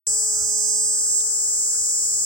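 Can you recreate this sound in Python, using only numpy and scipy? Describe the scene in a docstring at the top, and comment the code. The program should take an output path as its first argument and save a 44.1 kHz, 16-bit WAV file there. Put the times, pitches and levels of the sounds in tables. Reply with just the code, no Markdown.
"""From an abrupt start a cicada buzzes in a pine beside a hillside path: two tymbals buckle in turn, over a hum
of sines locked to their rate. Its echoes drift and its bright bands shift as the microphone turns.
Throughout, a slower second cicada, a far chorus of filtered noise and a light noise breeze lie behind it.
A faint arched bird whistle comes at 0.4 s, two soft scuffs of noise around 1 s,
one decaying sine tick at 1.2 s and a third, stronger scuff at 1.75 s."""
import sys
import numpy as np
from scipy import signal
from scipy.fft import rfft, irfft, next_fast_len
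from scipy.io import wavfile
from scipy.ndimage import map_coordinates

SR = 44100
rng = np.random.default_rng(int(sys.argv[2]) if len(sys.argv) > 2 else 0)


def dump(signal):
    """Clip the signal to [-1, 1] and save it as 16-bit WAV at the path in sys.argv[1]."""
    limited = np.clip(np.atleast_2d(signal).T, -1, 1)
    pcm = np.round(limited * 32767).astype(np.int16)
    wavfile.write(sys.argv[1], SR, pcm)


N = 99445

FLUTTER_HZ = 11.37  # speed of both the rate flutter and the second tymbal's sway


def amp(db):
    """Decibels to gain."""
    return 10 ** (np.asarray(db) / 20)


def unit(x):
    """Each channel at rms 1."""
    return x / np.sqrt(np.mean(x ** 2, axis=-1, keepdims=True) + 1e-20)


def clock():
    """The time of each sample in seconds."""
    return np.arange(N) / SR


def curves(rows):
    """One value per sample for each column after the time."""
    times, *columns = np.transpose(rows)
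    return [np.interp(clock(), times, column) for column in columns]


def wobble(rate):
    """A smooth random curve, rate knots a second."""
    knots = rng.standard_normal(int(N * rate / SR) + 4)
    return map_coordinates(knots, [clock() * rate])


def panned(pan_db):
    """Left and right gains of constant power; positive leans left."""
    gains = amp(np.array([pan_db, -pan_db]).reshape(2, -1) / 2)
    return gains / np.sqrt(np.mean(gains ** 2, axis=0))


def filtered(x, response):
    """x times a complex response of frequency."""
    size = 2 * next_fast_len(N // 2 + SR // 10)  # padded so that tails do not wrap round
    return irfft(rfft(x, size) * response(np.fft.rfftfreq(size, 1 / SR)), size)[..., :N]


def coloured(x, points):
    """x through a causal, minimum-phase filter drawn through (frequency [Hz], level [dB]) points."""
    def response(hz):
        f, db = np.transpose(points)
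        cepstrum = irfft(np.log(amp(np.interp(np.log(hz + 1), np.log(f), db))))
        half = len(cepstrum) // 2
        folded = np.r_[cepstrum[0], 2 * cepstrum[1:half]]
        return np.exp(rfft(folded, 2 * half))
    return filtered(x, response)


def resonance(f, hz, width_hz):
    """The response of one causal resonance, with a peak gain of 1."""
    return 1j * f * width_hz / (hz * hz - f * f + 1j * f * width_hz)


def resonated(x, hz, width_hz):
    """x through one resonance."""
    return filtered(x, lambda f: resonance(f, hz, width_hz))


def noise(points, alike):
    """Coloured stereo noise of rms 1; alike is the share of power common to both sides."""
    white = rng.standard_normal((3, N))
    pair = np.sqrt(alike) * white[0] + np.sqrt(1 - alike) * white[1:]
    return unit(coloured(pair, points))


def pulses(times, sizes, order=8):
    """Impulses placed between samples by a windowed sinc."""
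    at = times[:, None] * SR
    index = np.floor(at).astype(int) + np.arange(1 - order, order + 1)
    window = np.cos(np.pi * (index - at) / (2 * order)) ** 2
    taps = np.sinc(index - at) * window * sizes[:, None]
    return np.bincount(np.clip(index, 0, N).ravel(), taps.ravel(), N + 1)[:N]


def delayed(x, ms):
    """x after a delay that may change with time."""
    return map_coordinates(x, [np.arange(N) - ms * SR / 1000], order=5)


def tymbal_cycles(rate_hz, rise_hz_per_s, wander_hz):
    """Running count of tymbal cycles: a base rate with a steady rise, a slight flutter and random wander."""
    t = clock()
    flutter_hz = 0.27 * np.sin(2 * np.pi * FLUTTER_HZ * t)
    rate = rate_hz + rise_hz_per_s * t + flutter_hz + wander_hz * wobble(22)
    return np.cumsum(rate) / SR


def tymbals(cycles):
    """In each cycle every rib buckles once and rings briefly through the body."""
    # tymbal ribs: (place in the cycle [0-1], delay [ms], level [dB], ring [Hz], ring width [Hz])
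    ribs = [(0,0,0,7800,2800), (0,.33,-5.6,7800,2800), (0,.374,-3,7800,2800), (.5115,0,0,7800,2800),
            (.5115,.254,-3,7800,2800), (.5115,.508,-7.2,7800,2800)]
    # colour of the body: (frequency [Hz], level [dB])
    body_colour = [(1500,-27), (3000,-26.5), (3850,-34), (4100,-21), (4320,-18.5), (4950,2), (5600,-2.5),
                   (6300,1.5), (6750,3.5), (7400,-2), (8700,-7.5), (9700,5), (10600,-11), (11800,-26),
                   (13200,-10.5), (15300,-4)]
    jitter_us, scatter_db = 2.3, 0.57  # random spread of each buckle's timing and strength
    sway_ms, lag_ms_per_s = 0.015, 0.022
    beats = np.arange(1, int(cycles[-1]) + 1)
    song = np.zeros(N)
    for place, delay_ms, db, ring_hz, width_hz in ribs:
        slip, size = rng.standard_normal((2, SR // 20))[:, :len(beats)]
        times = np.interp(beats + place, cycles, clock(), right=N)
        times = times + delay_ms / 1e3 + jitter_us * slip / 1e6
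        if place > 0:  # the second tymbal sways and drifts in time: odd and even overtones trade strength
            sway = sway_ms * np.sin(2 * np.pi * FLUTTER_HZ * times)
            times = times + (lag_ms_per_s * times - sway) / 1e3
        clicks = pulses(times, amp(db + scatter_db * size))
        song += resonated(clicks, ring_hz, width_hz)
    return unit(coloured(song, body_colour))


def thicket(x, t60_s):
    """Short diffuse scatter from needles and branches, different on each side."""
    t = np.arange(SR // 10) / SR
    tail = rng.standard_normal((2, len(t))) * amp(-60 * t / t60_s)
    return unit(signal.fftconvolve(x[None], tail, axes=1)[:, :N])


def with_echoes(song, echoes):
    """The direct song plus reflections off nearby surfaces, whose delays drift."""
    t = clock()
    return song + sum(amp(db) * delayed(song, ms + drift * t) for ms, drift, db in echoes)


def emphasised(pair):
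    """As the microphone turns, three bands change: the brightest, the lower edge and the right's middle."""
    # centre of the brightest band: (time [s], frequency [Hz])
    brightest = [(.08, 7770), (.85, 7960), (1.15, 7250), (1.4, 7200), (2.25, 7350)]
    # gain at the buzz's lower edge: (time [s], level [dB])
    low_edge = [(.08, 1.5), (.7, 4.5), (1.2, -0.5), (2.25, 2.5)]
    # gain of the middle band at the right microphone: (time [s], level [dB])
    right_middle = [(.08,-2), (.35,10), (.7,14), (1.27,-2), (1.5,0.5), (1.92,6.5), (2.25,0.5)]
    centre_hz, = curves(brightest)
    edge_db, = curves(low_edge)
    middle_db, = curves(right_middle)
    # the bright band moves by a crossfade between two fixed resonances
    low_hz, high_hz = centre_hz.min(), centre_hz.max()
    share = (centre_hz - low_hz) / (high_hz - low_hz + 1)
    bright = share * resonated(pair, high_hz, width_hz=570)
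    bright = bright + (1 - share) * resonated(pair, low_hz, width_hz=570)
    edge = (amp(edge_db) - 1) * resonated(pair, hz=4950, width_hz=400)
    middle = (amp(middle_db) - 1) * resonated(pair, hz=6300, width_hz=600)
    right_only = [[0], [1]]
    return pair + middle * right_only + edge + amp(7) * bright


def near_cicada(cycles):
    """The direct buzz, its drifting echoes and the scatter of the pine."""
    # loudness of the buzz before its trim: (time [s], level [dB], left over right [dB])
    loudness = [(0.08, -22, 0), (0.21, -23, 1.5), (0.42, -24, -3.5), (0.69, -23.5, -2.5), (1.05, -23, 1),
                (1.18, -21, -3.5), (1.23, -24, 3.5), (1.7, -23.5, 0), (1.74, -23.5, 2), (2.13, -23, 0),
                (2.23, -22.5, 1), (2.25, -24, -3)]
    # echoes at each microphone: (delay at time zero [ms], drift [ms/s], level against the direct buzz [dB])
    left_echoes = [(1.272,-.003,-15.4), (1.573,-.021,-17.7)]
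    right_echoes = [(.273,.002,-8), (.316,.047,-13), (.15,.094,-14), (.777,-.026,-12), (1.16,.06,-11)]
    trim_db, right_lag_ms, thicket_db = 2.5, 0.23, -11
    song = tymbals(cycles)
    left = with_echoes(song, left_echoes)
    right = delayed(with_echoes(song, right_echoes), right_lag_ms)
    pair = unit(np.array([left, right])) + amp(thicket_db) * thicket(song, t60_s=0.014)
    level_db, pan_db = curves(loudness)
    return amp(level_db + trim_db) * panned(pan_db) * unit(emphasised(pair))


def hum(cycles):
    """Low overtones: sines locked to the near cicada's tymbal rate, with another mix on each side."""
    # course of the hum before its trim: (time [s], level [dB], left over right [dB])
    hum_course = [(0.08, -47.5, 9.5), (0.71, -45, -10), (1.09, -51, 15.5), (1.19, -50, 7),
                  (1.25, -49.5, 25), (1.64, -52, 30), (2.0, -51.5, 51), (2.07, -52.5, 20),
                  (2.25, -51.5, 14)]
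    # overtone mix on each side: (multiple of the tymbal rate, relative level [dB])
    left_overtones = [(1, -16.5), (2, 5), (3, -10), (4, 0), (5, -9), (6, -4), (7, -5.5), (8, -7.5),
                      (9, -18), (10, -15.5)]
    right_overtones = [(1, -8.5), (2, 1.5), (3, -10), (4, -7), (5, -13), (6, -23), (7, -16), (8, -15)]
    trim_db, left_lag_ms = 0.5, 0.27
    phases = rng.random(20)  # in cycles, shared by both sides

    def tone(overtones):
        return sum(amp(db) * np.sin(2 * np.pi * (round(k) * cycles + phases[round(k)])) for k, db in overtones)

    pair = np.array([delayed(tone(left_overtones), left_lag_ms), tone(right_overtones)])
    level_db, pan_db = curves(hum_course)
    return amp(level_db + trim_db) * panned(pan_db) * unit(pair)


def second_cicada():
    """A slower cicada deeper in the scrub, heard only as diffuse scatter."""
    song = tymbals(tymbal_cycles(rate_hz=202.6, rise_hz_per_s=0, wander_hz=0.645))
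    song = thicket(resonated(song, hz=7100, width_hz=10000), t60_s=0.0098)
    return amp(-37) * panned(pan_db=-5) * song


def far_chorus():
    """Many far cicadas blurred into one band of noise."""
    # colour of the chorus: (frequency [Hz], relative level [dB])
    chorus_colour = [(2500, -38.5), (4000, -35.5), (4900, -9), (6500, -2.5), (7600, -4.5), (9000, -30),
                     (11500, -13.5), (15500, -48)]
    return amp(-37) * noise(chorus_colour, alike=0.099)


def scuffs():
    """Soft scuffs on the path: resonant noise under smooth bell-shaped swells."""
    # scuff peaks: (time [s], level [dB])
    scuff_peaks = [(.975, -58.5), (1.08, -58.5), (1.752, -53.5)]
    spread_s = 0.027  # from the peak to 1/e
    white = rng.standard_normal(N)
    grit = unit(filtered(white, lambda f: resonance(f, hz=1450, width_hz=480) ** 2))
    return grit * sum(amp(db) * np.exp(-((clock() - s) / spread_s) ** 2) for s, db in scuff_peaks)


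def tick():
    """One dry tick: a sine that starts at once and dies in a few milliseconds."""
    start_s, level_db, pitch_hz, t60_s = 1.206, -32.5, 3899, 0.0047
    age = np.maximum(clock() - start_s, 0)
    return amp(level_db - 60 * age / t60_s) * np.sin(2 * np.pi * pitch_hz * age)


def bird():
    """A far bird's whistle: pitch and level rise and fall together in one arch."""
    middle_s, arch_s = 0.4, 0.055  # silent beyond 1.41 times arch_s either side of the middle
    peak_hz, fall_hz = 1380, 71.1  # fall_hz is the drop at arch_s from the middle
    arch = np.minimum(((clock() - middle_s) / arch_s) ** 2, 2)
    whistle = np.sin(2 * np.pi * np.cumsum(peak_hz - fall_hz * arch) / SR)
    return amp(-53) * (1 - arch / 2) * whistle


def breeze():
    """Light buffeting on the microphone over the hush of hillside and sea, both of coloured noise."""
    # course of the rumble before its trim: (time [s], level [dB])
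    gusts = [(0.08, -55), (0.27, -65), (0.41, -55), (0.68, -67), (0.91, -62), (0.97, -72), (1.1, -61.5),
             (1.34, -71), (1.59, -61), (1.65, -73), (1.81, -58.5), (1.94, -79), (2.03, -59.5),
             (2.25, -60.5)]
    # colours of rumble and hush: (frequency [Hz], relative level [dB])
    rumble_colour = [(20, -28), (40, -16), (65, 7), (100, 1), (170, -6), (400, -32)]
    air_colour = [(60, 0), (200, -5.5), (380, 2.5), (600, -3), (1400, -5.5), (2200, -14.5), (3200, -28),
                  (8000, -12.5)]
    rumble_trim_db, air_db = 5, -53.5
    level_db, = curves(gusts)
    rumble = amp(level_db + rumble_trim_db) * panned(pan_db=-7.0) * noise(rumble_colour, alike=0.55)
    return rumble + amp(air_db) * noise(air_colour, alike=0.19)


def scene():
    """All sources at the two microphones."""
    cycles = tymbal_cycles(rate_hz=215.25, rise_hz_per_s=0.86, wander_hz=0.026)
    cicadas = near_cicada(cycles) + hum(cycles) + second_cicada() + far_chorus()
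    small_sounds = scuffs() + tick() + bird()  # the same on both sides
    return cicadas + small_sounds + breeze()


def record(dry):
    """The sound cuts in abruptly, then a steep filter removes everything above the band limit."""
    start_s, top_hz = 0.0685, 15850
    return filtered(dry * (clock() > start_s), lambda hz: hz < top_hz)


dry = scene()
out = record(dry)
dump(out)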